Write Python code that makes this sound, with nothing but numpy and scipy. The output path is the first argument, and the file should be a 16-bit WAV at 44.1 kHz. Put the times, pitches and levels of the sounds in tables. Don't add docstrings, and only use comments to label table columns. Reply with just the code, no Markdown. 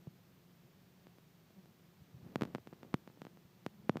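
import sys
import numpy as np
from scipy import signal
from scipy.fft import rfft, irfft
from scipy.io import wavfile
from scipy.ndimage import uniform_filter1d

SR = 44100
rng = np.random.default_rng(int(sys.argv[2]) if len(sys.argv) > 2 else 0)


def wrap_up_sound(samples):
    columns = np.atleast_2d(samples).T
    tamed = np.clip(columns, -1, 1)
    steps = np.round(tamed * 32767).astype(np.int16)
    wavfile.write(sys.argv[1], SR, steps)


N = 176400

# f/Hz, level/dB
ROOM_SPECTRUM = [(20, -38), (45, -22.5), (75, -12.5), (120, -2.5), (180, 0), (250, -10), (300, -14.5),
                 (370, -11), (480, -16), (800, -22), (1600, -30.5), (5000, -50)]
# f/Hz, level/dB
HISS_SPECTRUM = [(100, -5), (800, 0), (1500, -1.5), (2500, -2.5), (4000, -4.5), (6300, -8.5), (8500, -13.5),
                 (10300, -15.5), (13000, -8), (15500, -7.5)]
# t/s, level/dB
RUB_LEVELS = [(0, -77.5), (1.95, -86.5), (2.18, -66.5), (2.27, -57.5), (2.35, -57), (2.45, -50.5),
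              (2.53, -58.5), (2.62, -74.5), (2.76, -68), (2.86, -60), (3.02, -70), (3.25, -70), (3.45, -92),
              (3.72, -79), (3.88, -63.5), (3.95, -56.5), (3.98, -52), (4, -59)]
# f/Hz, level/dB
RUB_SPECTRUM = [(25, -34), (60, -6), (120, 2), (220, 4), (350, -4.5), (600, -11), (1200, -20.5),
                (2500, -30.5), (6000, -42), (15000, -65)]
# t/s, level/dB, f/Hz, swell time/s
HAND_BUMPS = [(0.0722, -39.5, 153, 0.0059), (0.643, -54.5, 135, .006), (2.002, -55.5, 121, 0.0044),
              (2.015, -49, 126, 0.0047), (2.139, -45, 134, 0.0072), (2.162, -48, 130, 0.0052),
              (2.223, -47.5, 129, 0.0079), (2.261, -45, 180, 0.0043), (2.595, -56.5, 104, .008),
              (2.9418, -36, 126, 0.0034), (3.329, -56, 188, 0.0043), (3.449, -52.5, 135, 0.0035),
              (3.796, -49.5, 162, 0.0054)]
# t/s, level of the push before filtering/dB, contact time/ms
CASE_TICKS = [(0.0714, -31.5, 0.29), (1.0695, -41.5, 0.03), (1.1848, -45.5, .025), (1.5065, -50.5, .025),
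              (1.658, -47, 0.017), (2.3581, -17, 0.038), (2.4110, -24.5, 0.035), (2.4198, -17.5, 0.21),
              (2.4207, -18, 0.04), (2.4343, -24, 0.029), (2.4524, -33.5, 0.024), (2.5494, -21, 0.041),
              (2.5577, -30, 0.056), (2.5832, -34.5, 0.075), (2.6727, -34.5, 0.032), (2.7279, -34, 0.12),
              (2.7339, -42.5, 0.028), (2.8314, -35, 0.038), (2.8487, -40, 0.13), (2.9313, -45, .03),
              (2.9410, -18.5, 0.15), (2.942, -15.5, 0.04), (3.0760, -35.5, 0.04), (3.1002, -45.5, 0.077),
              (3.1739, -42, 0.19), (3.2184, -31, 0.035), (3.2511, -35.5, 0.027), (3.2680, -35, 0.052),
              (3.3728, -44, 0.033), (3.6640, -21.5, 0.032), (3.895, -10, 0.067), (3.9569, -19.5, 0.24),
              (3.9702, -24, 0.034)]
# f/Hz, Q
MIC_LOW_CUT = [(122, 2.07), (208, 1.175)]
# f/Hz, level/dB
WASP_HUMS = [(173.3, -67.5), (180.4, -73.5), (141, -73)]
HUM_HARMONICS = [-3.5, -10.5, -27.5, -22.5]
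# t/s, length/s, f/Hz, level/dB
WING_BUZZES = [(1.555, 0.062, 190, -51), (1.573, 0.23, 218, -68), (3.617, 0.46, 207.6, -60)]
BUZZ_HARMONICS = [-1.5, -16.5, -23, -23.5, -28.5, -29]

ROOM_DB, HISS_DB = -67, -72
SLIPS_PER_S, SLIP_SCATTER_DB = 4000, 2
BUMP_LOW_CUT_HZ, HIGH_CUT_HZ = 60, 15500
TICK_RELAX_MS = 0.53
PORT_HZ, PORT_Q, PORT_DB = 14800, 6.2, 12.5
HUM_WANDER, BUZZ_WANDER = 0.03014, 0.0119
HUM_FLUTTER_DB = 3


def undb(db):
    return 10 ** (np.asarray(db) / 20)


def colour(sound, spectrum):
    hz, db = np.array(spectrum, float).T
    bin_hz = np.maximum(np.fft.rfftfreq(N, 1 / SR), 1)
    gain = undb(np.interp(np.log(bin_hz), np.log(hz), db))
    shaped = irfft(rfft(sound) * gain, N)
    return shaped / shaped.std()


def drift(steps_per_s):
    hold = int(SR / steps_per_s)
    steps = np.repeat(rng.standard_normal(N // hold + 1), hold)
    smooth = uniform_filter1d(uniform_filter1d(steps, hold), hold)[:N]
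    return smooth / smooth.std()


def add(out, start, sound):
    i = int(round(start * SR))
    out[i:i + len(sound)] += sound[:N - i]


def room_and_hiss():
    room = undb(ROOM_DB) * colour(rng.standard_normal(N), ROOM_SPECTRUM)
    hiss = undb(HISS_DB) * colour(rng.standard_normal(N), HISS_SPECTRUM)
    return room + hiss


def grip_rub():
    slipping = rng.random(N) < SLIPS_PER_S / SR
    slips = slipping * rng.standard_normal(N) * undb(SLIP_SCATTER_DB * rng.standard_normal(N))
    level_db = np.interp(np.arange(N) / SR, *np.array(RUB_LEVELS).T)
    return colour(slips, RUB_SPECTRUM) * undb(level_db)


def hand_bumps():
    out, t = np.zeros(N), np.arange(SR // 5) / SR
    for start, db, hz, swell in HAND_BUMPS:
        envelope = (t / swell * np.exp(1 - t / swell)) ** 2
        add(out, start, -undb(db) * envelope * np.sin(2 * np.pi * hz * t))
    return signal.sosfilt(signal.butter(2, BUMP_LOW_CUT_HZ, "high", fs=SR, output="sos"), out)


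def case_ticks():
    size = 4096
    s = 2j * np.pi * np.fft.rfftfreq(size, 1 / SR)
    s_ms = s / 1000
    pop = SR / 1000 * TICK_RELAX_MS / (1 + s_ms * TICK_RELAX_MS)
    for hz, q in MIC_LOW_CUT:
        corner = 2 * np.pi * hz
        pop *= s ** 2 / (s ** 2 + s * corner / q + corner ** 2)
    s_port = s / (2 * np.pi * PORT_HZ)
    damping = s_port / PORT_Q
    port_peak = (s_port ** 2 + undb(PORT_DB) * damping + 1) / (s_port ** 2 + damping + 1)
    out = np.zeros(N)
    for start, db, contact_ms in CASE_TICKS:
        rise = 1 / (1 + s_ms * contact_ms) ** 2
        add(out, start, undb(db) * irfft(pop * port_peak * rise)[:size // 2])
    return out


def wingbeat(hz, wander, harmonics_db):
    pitch_hz = hz * (1 + wander * drift(steps_per_s=22))
    phase = 2 * np.pi * np.cumsum(pitch_hz) / SR
    return sum(undb(db) * np.sin(k * phase) for k, db in enumerate(harmonics_db, 1))


def wasp_nest():
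    out, t = np.zeros(N), np.arange(N) / SR
    for hz, db in WASP_HUMS:
        hum = wingbeat(hz, HUM_WANDER, HUM_HARMONICS)
        out += hum * undb(db + HUM_FLUTTER_DB * drift(steps_per_s=13))
    for start, length, hz, db in WING_BUZZES:
        swell = np.sin(np.pi * np.clip((t - start) / length, 0, 1))
        out += undb(db) * swell * wingbeat(hz, BUZZ_WANDER, BUZZ_HARMONICS)
    return out


def scene():
    return (room_and_hiss() + grip_rub() + case_ticks() + hand_bumps() + wasp_nest())[None]


def record(dry):
    return signal.sosfilt(signal.ellip(10, .1, 60, HIGH_CUT_HZ, fs=SR, output="sos"), dry)


dry = scene()
out = record(dry)
wrap_up_sound(out)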